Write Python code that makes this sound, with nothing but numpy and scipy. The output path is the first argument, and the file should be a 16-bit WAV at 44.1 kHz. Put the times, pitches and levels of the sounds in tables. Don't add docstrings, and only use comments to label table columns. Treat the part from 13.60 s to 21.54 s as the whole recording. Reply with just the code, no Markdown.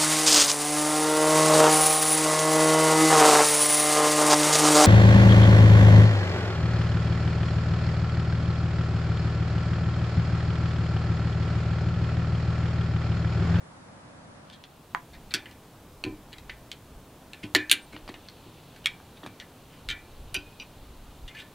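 import sys
import numpy as np
from scipy import signal
from scipy.io import wavfile
from scipy.ndimage import uniform_filter1d

SR = 44100
rng = np.random.default_rng(int(sys.argv[2]) if len(sys.argv) > 2 else 0)


def field_ratio(decibels):
    return 10 ** (np.asarray(decibels, dtype=float) / 20)


def unload_audio(sound):
    columns = np.transpose(np.atleast_2d(sound))
    steps = np.round(np.clip(columns, -1, 1) * 32767)
    wavfile.write(sys.argv[1], SR, steps.astype(np.int16))


N = 350176
T = np.arange(N) / SR
TWINS = 6


def evened(x):
    return x / np.sqrt(np.mean(x ** 2) + 1e-20)


def read(points, hz):
    f, value = np.transpose(points)
    return np.interp(np.log(hz + 1), np.log(f + 1), value)


def add(mix, s, sound):
    part = mix[round(s * SR):][:len(sound)]
    part += sound[:len(part)]


def rings(hz, t60, phase, size):
    t = np.arange(size) / SR
    decay = field_ratio(-60 * t / np.c_[t60])
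    return decay * np.sin(2 * np.pi * (np.c_[hz] * t + np.c_[phase]))


def peaked(x, db):
    return field_ratio(db) * x / np.sqrt(2 * uniform_filter1d(x ** 2, size=88).max())


def thin(x):
    return signal.sosfilt(signal.butter(5, 1300, "high", fs=SR, output="sos"), x)


def spot_colour(f, pitch_hz, treble_db, boost_db, octaves, overtone, partner):
    near = 0
    for pitch, weight in ((pitch_hz, 1), (overtone * pitch_hz, partner)):
        near = near + weight * np.exp(-(np.log2(f / pitch) / octaves) ** 2)
    treble = (treble_db + 21.0) * np.clip(np.log2(f / 5000), 0, 1)
    return field_ratio(boost_db * np.minimum(near, 1) + treble)


def steel(pitch_hz, treble_db, ring_db, overtone, boost_db, octaves):
    # pitch_hz, relative level_db, t60_s
    wheel = [(1416, -15, .25), (1495, -11, .2), (1583, -17, .35), (1768, -7, .34), (1960, -16, .3),
             (2085, -9, .22), (2245, -12, .28), (2360, -11, .32), (2471, -11, .3), (2860, -15, .16),
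             (3070, -15, .18), (3340, -13, .2), (3590, -15, .19), (4500, -17, .08)]
    # pitch_hz, relative level_db
    swarm_levels = [(1100, -19), (1450, -6), (2730, -6.5), (4400, -6.5), (5000, -13), (5700, -13.5),
                    (6500, -14.5), (9330, -15.5), (14000, -25), (16500, -52)]
    # pitch_hz, t60_s
    swarm_t60 = [(1740, 0.097), (3000, 0.069), (4590, 0.043), (12100, 0.023)]
    count, size = 400, SR // 2
    hz = np.geomspace(1000, 16500, num=count) * rng.uniform(.995, 1.005, count)
    long_hz, long_db, long_t60 = np.repeat(wheel, TWINS, axis=0).T

    chance = rng.standard_normal((len(pitch_hz), 2 * count + len(long_hz)))
    chance = np.sign(chance) * np.sqrt(abs(chance))
    swarm_chance, crack_chance, long_chance = np.split(chance, [count, 2 * count], axis=1)

    share = spot_colour(hz, pitch_hz, treble_db, boost_db, octaves, overtone, partner=0.73)
    share = share * field_ratio(read(swarm_levels, hz)) * np.sqrt(hz / 3000)
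    t60 = read(swarm_t60, hz) * rng.uniform(.8, 1.25, count)
    swarm = share * swarm_chance @ rings(hz, t60, 0 * hz, size)
    crack = share * crack_chance @ rings(hz, np.full(count, .014), 0 * hz, size)

    picked = spot_colour(long_hz, pitch_hz, treble_db, 12, octaves=.055, overtone=1.395, partner=.65)
    spot = field_ratio(2.5 * long_chance) * (-1) ** np.arange(len(long_hz))
    twin_hz = long_hz + 22 * rng.standard_normal(len(long_hz))
    long = picked * field_ratio(long_db + ring_db) * spot @ rings(twin_hz, long_t60, 0 * long_hz, size)
    return swarm, crack, long


def clinks():
    # start_s, peak_db (dry), pitch_hz of the struck spot,
    # treble_db (on a scale where -21 is neutral), ring_db of the long modes
    strikes = [(0.9, -39.5, 3300, -26, 2), (1.0391, -36, 3270, -33, -13), (1.739, -15.5, 4300, -24, -14),
               (1.745, -19.5, 3530, -27, 0), (1.857, -37, 1990, -41, 2.5), (1.912, -44, 2920, -16, 8),
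               (2.439, -20, 1724, -31, -2), (2.783, -39.5, 2580, -27, -13), (2.896, -29.5, 1940, -46, 2),
               (3.116, -26.5, 3040, -22.5, -18), (3.7331, -32.5, 2760, -21, 7),
               (3.949, -9, 2770, -16.5, -16), (3.952, -12, 1828, -35, 6.5), (4.0971, -16.5, 2630, -21, -11),
               (4.114, -2, 2820, -13, -7), (4.3637, -36, 2900, -35, -22), (4.478, -39.5, 3000, -37, -20),
               (4.541, -38.5, 1850, -38, -12), (4.686, -34.5, 4000, -38, -14), (5.162, -44, 1600, -23, -14),
               (5.2585, -10, 2330, -24, -10.5), (5.6623, -37.5, 2340, -22, 0),
               (5.7999, -31.5, 3570, -32, -3), (6.2877, -23.5, 2320, -29, 3),
               (6.743, -25, 2700, -11.5, -12)]
    rebound_s, rebound_db = .012, -10
    start_s, peak_db, *spot = np.array(strikes).T[:, :, None]
    swarm, crack, long = steel(*spot, overtone=1.466, boost_db=9.5, octaves=0.2)
    t, out = np.arange(1500) / SR, np.zeros(N)
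    rise = np.minimum(np.arange(swarm.shape[1]) / (0.00018 * SR), 1)
    for k, body in enumerate(thin(rise * (swarm + field_ratio(12) * crack + long))):
        hit = rng.random(len(t)) < 600 / SR
        blows = .28 * hit * rng.standard_normal(len(t)) * np.exp(-t / .011)
        blows[[0, round(rebound_s * SR)]] = 1, field_ratio(rebound_db)
        add(out, start_s[k, 0], peaked(signal.fftconvolve(body, blows), peak_db[k, 0]))
    return out


def scrapes():
    # start_s, peak_db (dry), pitch_hz, length_s, ring_db of the long modes
    drags = [(0.92, -44.5, 3480, 0.048, -6), (1.529, -47, 1910, 0.041, -14), (1.707, -38, 3900, 0.011, -8),
             (1.712, -39, 2190, 0.017, -3), (2.722, -37, 3360, 0.02, 1.5), (3.827, -33.5, 2540, 0.043, -19),
             (4.323, -43, 2170, 0.037, -15), (4.487, -39.5, 1960, 0.0082, -26),
             (5.24, -41.5, 2900, 0.01, -12), (5.559, -46.5, 3270, 0.038, -11),
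             (5.628, -42, 3020, 0.032, -9), (5.8, -41.5, 1740, 0.029, -9), (6.077, -50.5, 2800, 0.18, -18),
             (6.286, -25, 3180, 0.046, -4), (6.296, -40, 1416, 0.045, 16), (6.311, -46, 1930, 0.034, -6),
             (7.675, -38.5, 2880, 0.026, -2), (7.695, -46, 2140, 0.022, 12), (7.741, -39.5, 1680, 0.029, 7),
             (7.763, -38, 2260, 0.054, -5), (7.785, -38, 2950, 0.041, -3), (7.797, -44, 3600, 0.038, 9)]
    start_s, peak_db, pitch_hz, length_s, ring_db = np.array(drags).T[:, :, None]
    swarm, crack, long = steel(pitch_hz, -27, ring_db, overtone=1.18, boost_db=11.5, octaves=.16)
    out = np.zeros(N)
    for k, body in enumerate(thin(swarm + field_ratio(4.5) * crack + long)):
        u = np.arange(8000) / SR / length_s[k, 0]
        slips = (rng.random(len(u)) < 1200 / SR) * rng.standard_normal(len(u))
        stroke = np.clip(u / 0.15, 0, 1) * np.clip((1 - u) / 1.12, 0, 1)
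        add(out, start_s[k, 0], peaked(signal.fftconvolve(body, slips * stroke), peak_db[k, 0]))
    return out


def rattles():
    # start_s, peak_db (dry), ring_db of the long modes
    touches = [(6.7448, -26, -4), (6.747, -25, 6), (6.7507, -21, 4), (6.7636, -22.5, 0), (6.999, -33, -12),
               (7.007, -35, -10), (7.02, -37.5, -12)]
    # pitch_hz, relative level_db, t60_s
    tool = [(1406, -20, 0.22), (1509, -12, 0.17), (2250, -19, 0.12), (2471, -22, 0.67), (2418, 9.5, 0.041),
            (2700, 0.5, 0.035), (2950, 8.5, 0.026), (3265, -12, .14), (3900, -4, 0.023), (4800, -6, 0.039),
            (5720, 0, 0.016)]
    hz, db, t60 = np.repeat(tool, TWINS, axis=0).T
    long = t60 > .1
    hz = hz * (1 + np.where(long, .003, .03) * rng.standard_normal(len(hz)))
    t, out = np.arange(1200) / SR, np.zeros(N)
    for start_s, peak_db, ring_db in touches:
        share = field_ratio(db + ring_db * long) * rng.standard_normal(len(hz))
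        body = share @ rings(hz, t60, 0 * hz, SR // 2)
        hit = rng.random(len(t)) < 500 / SR
        blows = 0.42 * hit * rng.standard_normal(len(t)) * np.exp(-t / 0.018)
        blows[0] = 1
        add(out, start_s, peaked(signal.fftconvolve(body, blows), peak_db))
    return out


def taps():
    # start_s, peak_db (dry)
    ticks = [(2.438, -34.5), (2.894, -39), (3.949, -18.5), (4.333, -41), (4.365, -35.5), (4.477, -36.5),
             (4.49, -32.5), (4.541, -39), (5.401, -42), (5.633, -36), (5.65, -39), (5.662, -31.5),
             (5.675, -42)]
    # pitch_hz, relative level_db, t60_s
    plank = [(526, -4.5, 0.012), (750, 2, 0.0069), (1180, 0, 0.0074), (1708, -11.5, 0.032)]
    hz, db, t60 = np.transpose(plank)
    share = field_ratio(db) * (-1) ** np.arange(len(hz))
    out, spots = np.zeros(N), rng.uniform(0.92, 1.16, (len(ticks), len(hz)))
    for (start_s, peak_db), spot in zip(ticks, spots):
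        add(out, start_s, peaked(share @ rings(hz * spot, t60, 0 * hz, size=3000), peak_db))
    return out


def deck(x):
    t = np.arange(SR // 3) / SR
    tail = rng.standard_normal(len(t)) * field_ratio(-60 * t / 0.18) * (t > .003)
    tail = signal.sosfilt(signal.butter(1, 4000, fs=SR, output="sos"), tail)
    return x + field_ratio(-17.5) * signal.oaconvolve(x, tail / np.linalg.norm(tail))[:N]


def thumps():
    # start_s, peak_db, deep_db (gain of the modes below 240 Hz)
    bumps = [(1.742, -30.5, 8.5), (2.441, -28, 4.5), (2.459, -27, 7), (2.495, -36.5, -5),
             (3.834, -27.5, 8.5), (3.951, -20, -5), (4.117, -34.5, -7), (4.333, -37.5, 7), (4.49, -33.5, 7),
             (4.859, -39.5, 7), (5.633, -37.5, -9), (5.664, -38, 17), (6.29, -43, 3), (6.756, -36, 0)]
    # pitch_hz, relative level_db, t60_s
    boards = [(108, -7.5, 0.27), (205, 2.5, 0.048), (264, 2, 0.14), (304, 3.5, 0.28), (339, -0.5, 0.13),
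              (375.8, 1, 0.18), (465, -9.5, 0.18), (644, -8, 0.088), (756, -12, 0.15), (1010, -11, 0.19)]
    hz, db, t60 = np.transpose(boards)
    t, out = np.arange(SR // 2) / SR, np.zeros(N)
    push = 1 - np.exp(-(t / 0.0048) ** 2)
    spots, phases = rng.standard_normal((2, len(bumps), len(hz)))
    for (start_s, peak_db, deep_db), spot, phase in zip(bumps, spots, phases):
        share = field_ratio(db + 2.5 * spot + deep_db * (hz < 240))
        spot_hz = hz * (1 + .015 * spot[::-1])
        body = share @ rings(spot_hz, t60, phase, len(t))
        add(out, start_s, peaked(body * push, peak_db))
    return out


def rubbing():
    # start_s, level_db (rms before the silent opening is cut)
    rub = [(.85, -66), (2.1, -83), (3.6, -100), (4.2, -64.5), (5.0, -61.5), (5.8, -69), (6.8, -62.5),
           (7.94, -68)]
    slips = (rng.random(N) < 5000 / SR) * rng.standard_normal(N) * field_ratio(1.5 * rng.exponential(1, N))
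    hz = np.geomspace(2500, 4500, num=16)
    kind = rng.integers(0, len(hz), N)
    grains = rings(hz, np.full(len(hz), .012), 0 * hz, size=1200)
    stir = sum(signal.oaconvolve(slips * (kind == k), grain)[:N] for k, grain in enumerate(grains))
    return field_ratio(np.interp(T, *np.transpose(rub))) * (T > rub[0][0]) * evened(stir)


def knock():
    # start_s, peak_db (mean of both sides), left_minus_right_db
    blow = [(1.3479, -13.5, -2)]
    # pitch_hz, relative level_db, t60_s
    knocked = [(691, -22, 0.15), (1005, -9, 0.14), (1500, -20, 0.09), (534, -25, .05), (790, -3, 0.016),
               (1110, 12, 0.0068), (1850, 13, 0.0043), (2200, 7, 0.0073), (2900, 1.5, 0.0024),
               (4600, -10, 0.0051), (6250, -16.5, 0.0064), (8350, -12, 0.0015)]
    (start_s, peak_db, pan_db), (hz, db, t60) = blow[0], np.transpose(knocked)
    share = field_ratio(db) * (-1) ** np.arange(len(hz))
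    sound, out = share @ rings(hz, t60, 0 * hz, SR // 4), np.zeros((2, N))
    t = np.arange(SR // 4) / SR
    echoes = 0.02 * rng.standard_normal((2, len(t))) * field_ratio(-60 * t / 0.16) * (t > .002)
    echoes[:, 0] = 1
    for side, sign in enumerate((1, -1)):
        heard = signal.fftconvolve(sound, echoes[side])
        add(out[side], start_s, peaked(heard, peak_db + sign * pan_db / 2))
    return out


def chirp():
    # start_s, length_s, pitch_hz (before waver and sag), level_db (before its envelope)
    peep = (4.215, .045, 8750, -53)
    start_s, length_s, hz, db = peep
    size = round(length_s * SR)
    u, out = np.arange(size) / (length_s * SR), np.zeros(N)
    waver = 0.066 * uniform_filter1d(rng.standard_normal(size), size=60)
    cycles = np.cumsum(hz * (1 - 0.012 * u + waver)) / SR
    envelope = signal.windows.tukey(size, .5) * (1 - .6 * u)
    add(out, start_s, field_ratio(db) * np.sin(2 * np.pi * cycles) * envelope)
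    return out


def fade():
    start_s, length_s = .765, .78
    return np.sin(np.pi / 2 * np.clip((T - start_s) / length_s, 0, 1))


def air(centre, side, db, edge_hz, patchy_db):
    hz = np.fft.rfftfreq(1024, 1 / SR)
    a, b, c, d, patches = rng.standard_normal((N // 256 + 5, 513, 5)).T
    patches = uniform_filter1d(patches, size=8, axis=0)
    patches = evened(uniform_filter1d(patches, size=14, axis=1))
    level = field_ratio(read(centre, hz)[:, None] + patchy_db * patches) * (hz < edge_hz)[:, None]
    side_gain = field_ratio(read(side, hz))[:, None]
    z = np.array([a + 1j * b, (c + 1j * d) * side_gain]) * level
    mid, wide = signal.istft(z, nperseg=1024, noverlap=768)[1][:, :N]
    return field_ratio(db) * np.array([mid + wide, mid - wide]) / np.std(mid)


def first_air():
    # pitch_hz, relative level_db (per Hz)
    centre = [(41, -43), (70, -11), (107, -0.5), (295, -9), (405, -18.5), (480, -14), (523, -11),
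              (1300, -16.5), (2960, -31), (11000, -36.5), (14300, -72), (22000, -120)]
    # pitch_hz, side_minus_centre_db
    side = [(60, -42), (240, -4.5), (950, -1), (3770, 4), (15000, -4)]
    return (1 - fade()) * air(centre, side, db=-50, edge_hz=11050, patchy_db=.6)


def wheel_air():
    # pitch_hz, relative level_db (per Hz)
    centre = [(41, -15), (70, -8), (170, -8), (199, -27), (228, -4.5), (293, -13.5), (635, -17),
              (955, -18.5), (1930, -29), (3410, -29.5), (5020, -34), (14000, -37), (16000, -37)]
    # pitch_hz, side_minus_centre_db
    side = [(60, -42), (240, -28.5), (950, -21), (3770, -7.5), (15000, -4)]
    return fade() * air(centre, side, db=-51, edge_hz=15800, patchy_db=0.5)


def wind():
    # top_s, level_db, half_width_s (to 1/e of the top)
    gust_table = [(1.59, -55.5, 0.21), (2.5, -51, 0.13), (2.9, -52, 0.12), (3.36, -50.5, 0.065),
                  (4.45, -54, 0.13), (6.3, -42, 0.043), (6.68, -45, 0.22), (7.379, -49, 0.23),
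                  (7.649, -41.5, 0.028)]
    breeze_db = -67.5
    band = signal.butter(2, [13, 65], "band", fs=SR, output="sos")
    low = signal.sosfilt(band, rng.standard_normal(N))
    gusts = sum(field_ratio(db) * np.exp(-((T - top_s) / width_s) ** 2) for top_s, db, width_s in gust_table)
    return (field_ratio(breeze_db) * fade() + gusts) * evened(low)


def scene():
    near = deck(clinks() + scrapes() + rattles() + taps()) + thumps() + rubbing()
    return near + knock() + chirp() + first_air() + wheel_air() + wind()


def low_pass(x):
    return signal.sosfilt(signal.butter(12, 16980, fs=SR, output="sos"), x)


def record(dry):
    full_scale = .88
    mix = np.clip(dry, -full_scale, full_scale)
    return low_pass(mix)


dry = scene()
out = record(dry)
unload_audio(out)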